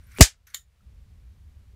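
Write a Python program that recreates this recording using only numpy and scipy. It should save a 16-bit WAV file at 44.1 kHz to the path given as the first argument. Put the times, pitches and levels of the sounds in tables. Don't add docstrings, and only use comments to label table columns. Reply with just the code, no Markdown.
import sys
import numpy as np
from scipy import signal
from scipy.io import wavfile

SR = 44100
rng = np.random.default_rng(int(sys.argv[2]) if len(sys.argv) > 2 else 0)


def dump(signal):
    limited = np.clip(np.atleast_2d(signal).T, -1, 1)
    pcm = np.round(limited * 32767).astype(np.int16)
    wavfile.write(sys.argv[1], SR, pcm)


def magnitude_from_level(level_db):
    exponent = np.asarray(level_db, float) / 20
    return 10 ** exponent


N = 77175
T = np.arange(N) / SR
BURST_S = 0.2088

# frequency in Hz, spectral density in dB per Hz.
BLAST = [(150, -47.5), (250, -17), (555, -22), (784, -15.5), (1110, -18.5), (1740, -7), (2920, -6),
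         (7070, 0.5), (15700, -19)]


def unit(x):
    return x / np.sqrt(np.mean(x ** 2) + 1e-20)


def at_hz(points, hz):
    table_hz, values = np.array(points)[:, :2].T
    return np.interp(np.log(hz), np.log(table_hz), values)


def dying(start, t60):
    return (T >= start) * magnitude_from_level(-60 * np.maximum(T - start, 0) / t60)


def ring(clicks, hz, t60):
    radius = magnitude_from_level(-60 / (t60 * SR))
    angle = 2 * np.pi * hz / SR
    poles = [1, -2 * radius * np.cos(angle), radius * radius]
    return signal.lfilter([0, np.sin(angle)], poles, clicks + 1e-18)


def highpass(x, hz):
    return signal.sosfilt(signal.butter(4, hz, "high", fs=SR, output="sos"), x)


def coloured(spectrum, start=None):
    # frequency in Hz, t60 in seconds.
    room = [(250, .07), (500, 0.16), (1100, .145), (2900, .135), (7700, .122), (14000, .105)]
    low, high = spectrum[0][0], spectrum[-1][0]
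    edges = np.geomspace(low, high, int(3 * np.log2(high / low)) + 1)
    white = rng.standard_normal((2, N + 4000))
    steady, shaped = 0, 0
    for k, (lo, hi) in enumerate(zip(edges, edges[1:])):
        hz = np.sqrt(lo * hi)
        sos = signal.butter(2, [lo, hi], "band", fs=SR, output="sos")
        band = magnitude_from_level(at_hz(spectrum, hz)) * signal.sosfilt(sos, white[k % 2])[-N:]
        steady = steady + band
        shaped = shaped + band * (1 if start is None else dying(start, at_hz(room, hz)))
    return shaped / np.std(steady)


def duck(depth_db, back_s, time_s):
    return magnitude_from_level(np.interp(T, [BURST_S, BURST_S + .03, back_s, back_s + time_s], [0, depth_db, depth_db, 0]))


def workshop():
    # frequency in Hz, spectral density in dB per Hz.
    hum_colour = [(12, -50.5), (20, -19.5), (43, -4.5), (65, 2), (89, -4.5), (145, -19.5), (197, -19.5),
                  (252, -35), (500, -42.5), (650, -70.5), (1100, -120)]
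    hiss_colour = [(240, -32.5), (400, -5), (875, -9.5), (1040, -8.5), (1390, -9.5), (2410, -10),
                   (15700, -23)]
    hum_db, hiss_db, boom_db = -49, -72, -2.5
    boom_hz, boom_t60_s = 64, .1
    rumble = rng.standard_normal(N + SR)
    boom = ring(ring(rumble, boom_hz, boom_t60_s), boom_hz, boom_t60_s)
    boom = unit(boom[SR:])
    hum = magnitude_from_level(hum_db) * unit(coloured(hum_colour) + magnitude_from_level(boom_db) * boom)
    hiss = magnitude_from_level(hiss_db) * coloured(hiss_colour)
    hum_gain = duck(depth_db=-13.5, back_s=0.804, time_s=0.031)
    hiss_gain = duck(depth_db=-5.5, back_s=0.65, time_s=.25)
    return hum_gain * hum + hiss_gain * hiss


def trigger():
    # time in seconds, level in dB.
    pull = [(0.0, -68), (0.06, -70.5), (0.066, -69.5), (0.11, -61), (0.118, -57.5), (0.15, -59),
            (0.172, -50.5), (0.1855, -49)]
    back = [(0.468, -68), (0.47, -56), (0.498, -62.5), (0.503, -61), (0.534, -66), (0.5447, -44.5)]
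    # frequency in Hz, spectral density in dB per Hz.
    rub_colour = [(410, -51), (700, -18.5), (1090, -18), (1390, 1.5), (2870, -11.5), (6020, -14.5),
                  (7400, -16), (14200, -18), (15500, -20)]
    # frequency in Hz, width in Hz, level in dB.
    rub_peaks = [(1490, 200, 1), (2200, 200, 3.5), (4270, 460, -4), (5650, 250, -3), (9700, 590, -5),
                 (12000, 400, -7), (14000, 400, -6.5)]
    slips_per_s, ring_db = 7500, -3
    size = magnitude_from_level(1.3 * np.minimum(rng.exponential(1, N), 4))
    happens = rng.random(N) < slips_per_s / SR
    slips = size * rng.choice([-1, 1], N) * happens
    rings = 0
    for hz, width, db in rub_peaks:
        rings = rings + magnitude_from_level(db) * unit(ring(slips * rng.standard_normal(N), hz, 2.0 / width))
    rub = unit(coloured(rub_colour) + magnitude_from_level(ring_db) * unit(rings))
    force = 0
    for rows in (pull, back):
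        force = force + magnitude_from_level(np.interp(T, *np.transpose(rows), left=-120, right=-120))
    return force * highpass(rub, 1000)


def ticks():
    # start in seconds, level in dB, pitch in Hz, t60 in seconds.
    tick_rows = [(0.037, -68, 9455, 0.17), (0.069, -62.5, 12500, 0.07), (0.116, -57.5, 6230, 0.03),
                 (0.118, -57.5, 8300, 0.023), (0.161, -47, 2360, .25), (0.142, -57.5, 1370, .5),
                 (0.148, -59, 9700, 0.086), (0.150, -58, 14000, .1), (0.174, -47, 10000, 0.031),
                 (0.173, -51, 14000, 0.11), (0.1875, -39.5, 7500, .03), (0.193, -38.5, 8530, 0.01),
                 (0.1971, -36.5, 2774, 0.17), (0.337, -63, 1480, 0.045), (0.469, -56.5, 6220, 0.079),
                 (0.4714, -55.5, 12000, .04), (0.479, -63, 2050, .04), (0.502, -61, 9700, 0.036),
                 (0.5, -64, 6300, 0.068), (0.805, -63, 1400, 0.042), (1.722, -65, 390.8, 0.44)]
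    rise_cycles, ring_cycles = 5.0, 20
    noise = rng.standard_normal(N)
    out = np.zeros(N)
    for start, db, hz, t60 in tick_rows:
        t60_ring = ring_cycles / hz
        tone = unit(ring(ring(noise, hz, t60_ring), hz, t60_ring))
        rise = np.clip((T - start) * hz / rise_cycles, 0, 1)
        out += magnitude_from_level(db) * dying(start, t60) * rise * tone
    return out


def catch():
    click = 1. * (np.arange(N) == int(0.1856 * SR))
    return -magnitude_from_level(-14) * ring(click, hz=2600, t60=0.00091)


def latch():
    # frequency in Hz, width in Hz, level in dB, t60 in seconds.
    latch_modes = [(1400, 160, -55, 0.14), (1849, 125, -49, 0.15), (2144, 180, -48.5, 0.093),
                   (3068, 130, -45, 0.11), (3700, 300, -46, 0.16), (4300, 150, -49.5, .07),
                   (6614, 200, -44, 0.13), (7010, 300, -38, 0.14), (8976, 400, -49, 0.14),
                   (12500, 500, -45, .08)]
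    # frequency in Hz, spectral density in dB per Hz.
    tail_colour = [(600, -49), (1100, -18), (1900, -7.5), (2600, -17.5), (3500, -5.5), (5200, -5),
                   (12000, -7), (17000, -7)]
    start_s, rattle_s, rattle_db = 0.5449, .0055, 0.5
    tail_db, tail_t60_s = -41, 0.15
    out = magnitude_from_level(tail_db) * dying(start_s, tail_t60_s) * coloured(tail_colour)
    for hz, width, db, t60 in latch_modes:
        rough = ring(rng.standard_normal(N), hz, 1.694 / width)
        rough = unit(ring(rough, hz, 1.56 / width))
        out = out + magnitude_from_level(db) * dying(start_s, t60) * rough
    rattle = 1 + magnitude_from_level(rattle_db) * (T < start_s + rattle_s)
    return highpass(out * rattle, 550)


def piston():
    start_s, hiss_db = 0.1858, -43
    knock_db, knock_db_per_s, knock_hz = -36.5, 798, 334
    bulge_s, bulge_db, bulge_len_s = 0.2048, -11, .0030
    run = (T >= start_s) * (T < BURST_S)
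    hiss = magnitude_from_level(hiss_db) * coloured(BLAST)
    growth = magnitude_from_level(knock_db + knock_db_per_s * np.clip(T - start_s, 0, .03))
    knock = growth * unit(ring(rng.standard_normal(N), knock_hz, .02))
    phase = np.clip((T - bulge_s) / bulge_len_s, 0, 1) ** 2.0
    bulge = magnitude_from_level(bulge_db) * np.sin(np.pi * phase)
    return run * (hiss + knock) + bulge * (1 + .25 * rng.standard_normal(N))


def thump():
    start_s, level_db, rise_s = 0.2078, 11, .005
    glide_hz, end_hz, glide_s = 224, 48, .0057
    t60_s, bend = .06, 1.2
    t = np.maximum(T - start_s, 0)
    turns = end_hz * t + glide_hz * glide_s * (1 - np.exp(-t / glide_s))
    level = magnitude_from_level(level_db - 60 * (t / t60_s) ** bend)
    return -level * (1 - np.exp(-t / rise_s)) * np.sin(2 * np.pi * turns)


def burst():
    # frequency in Hz, spectral density in dB per Hz.
    crack_colour = [(150, -28), (250, -0.5), (1410, -13), (7320, -15.5), (7850, -16), (14600, -26),
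                    (15700, -29)]
    # frequency in Hz, level in dB, t60 in seconds.
    barrel_modes = [(408.3, -16.5, 0.057), (642, -5.5, .04), (915, -19, .035), (2050, -8, .03),
                    (8330, -13.5, .04)]
    crack_db, crack_t60_s, tail_db = 7, 0.024, -3
    crack = magnitude_from_level(crack_db) * dying(BURST_S, crack_t60_s) * coloured(crack_colour)
    blow = dying(BURST_S, .01) * rng.standard_normal(N)
    barrel = sum(magnitude_from_level(db) * ring(blow, hz, t60) / 5 for hz, db, t60 in barrel_modes)
    tail = magnitude_from_level(tail_db) * coloured(BLAST, start=BURST_S)
    return thump() + crack + barrel + tail


def scene():
    mechanism = trigger() + ticks() + catch() + latch()
    return (workshop() + mechanism + piston() + burst())[None]


def top_cut(x):
    return signal.sosfilt(signal.butter(12, 15840, fs=SR, output="sos"), x)


def record(dry):
    sos = signal.cheby2(14, 30, 15900, fs=SR, output="sos")
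    mix = np.clip(signal.sosfilt(sos, dry), -1.0, 1.0)
    return top_cut(mix)


dry = scene()
out = record(dry)
dump(out)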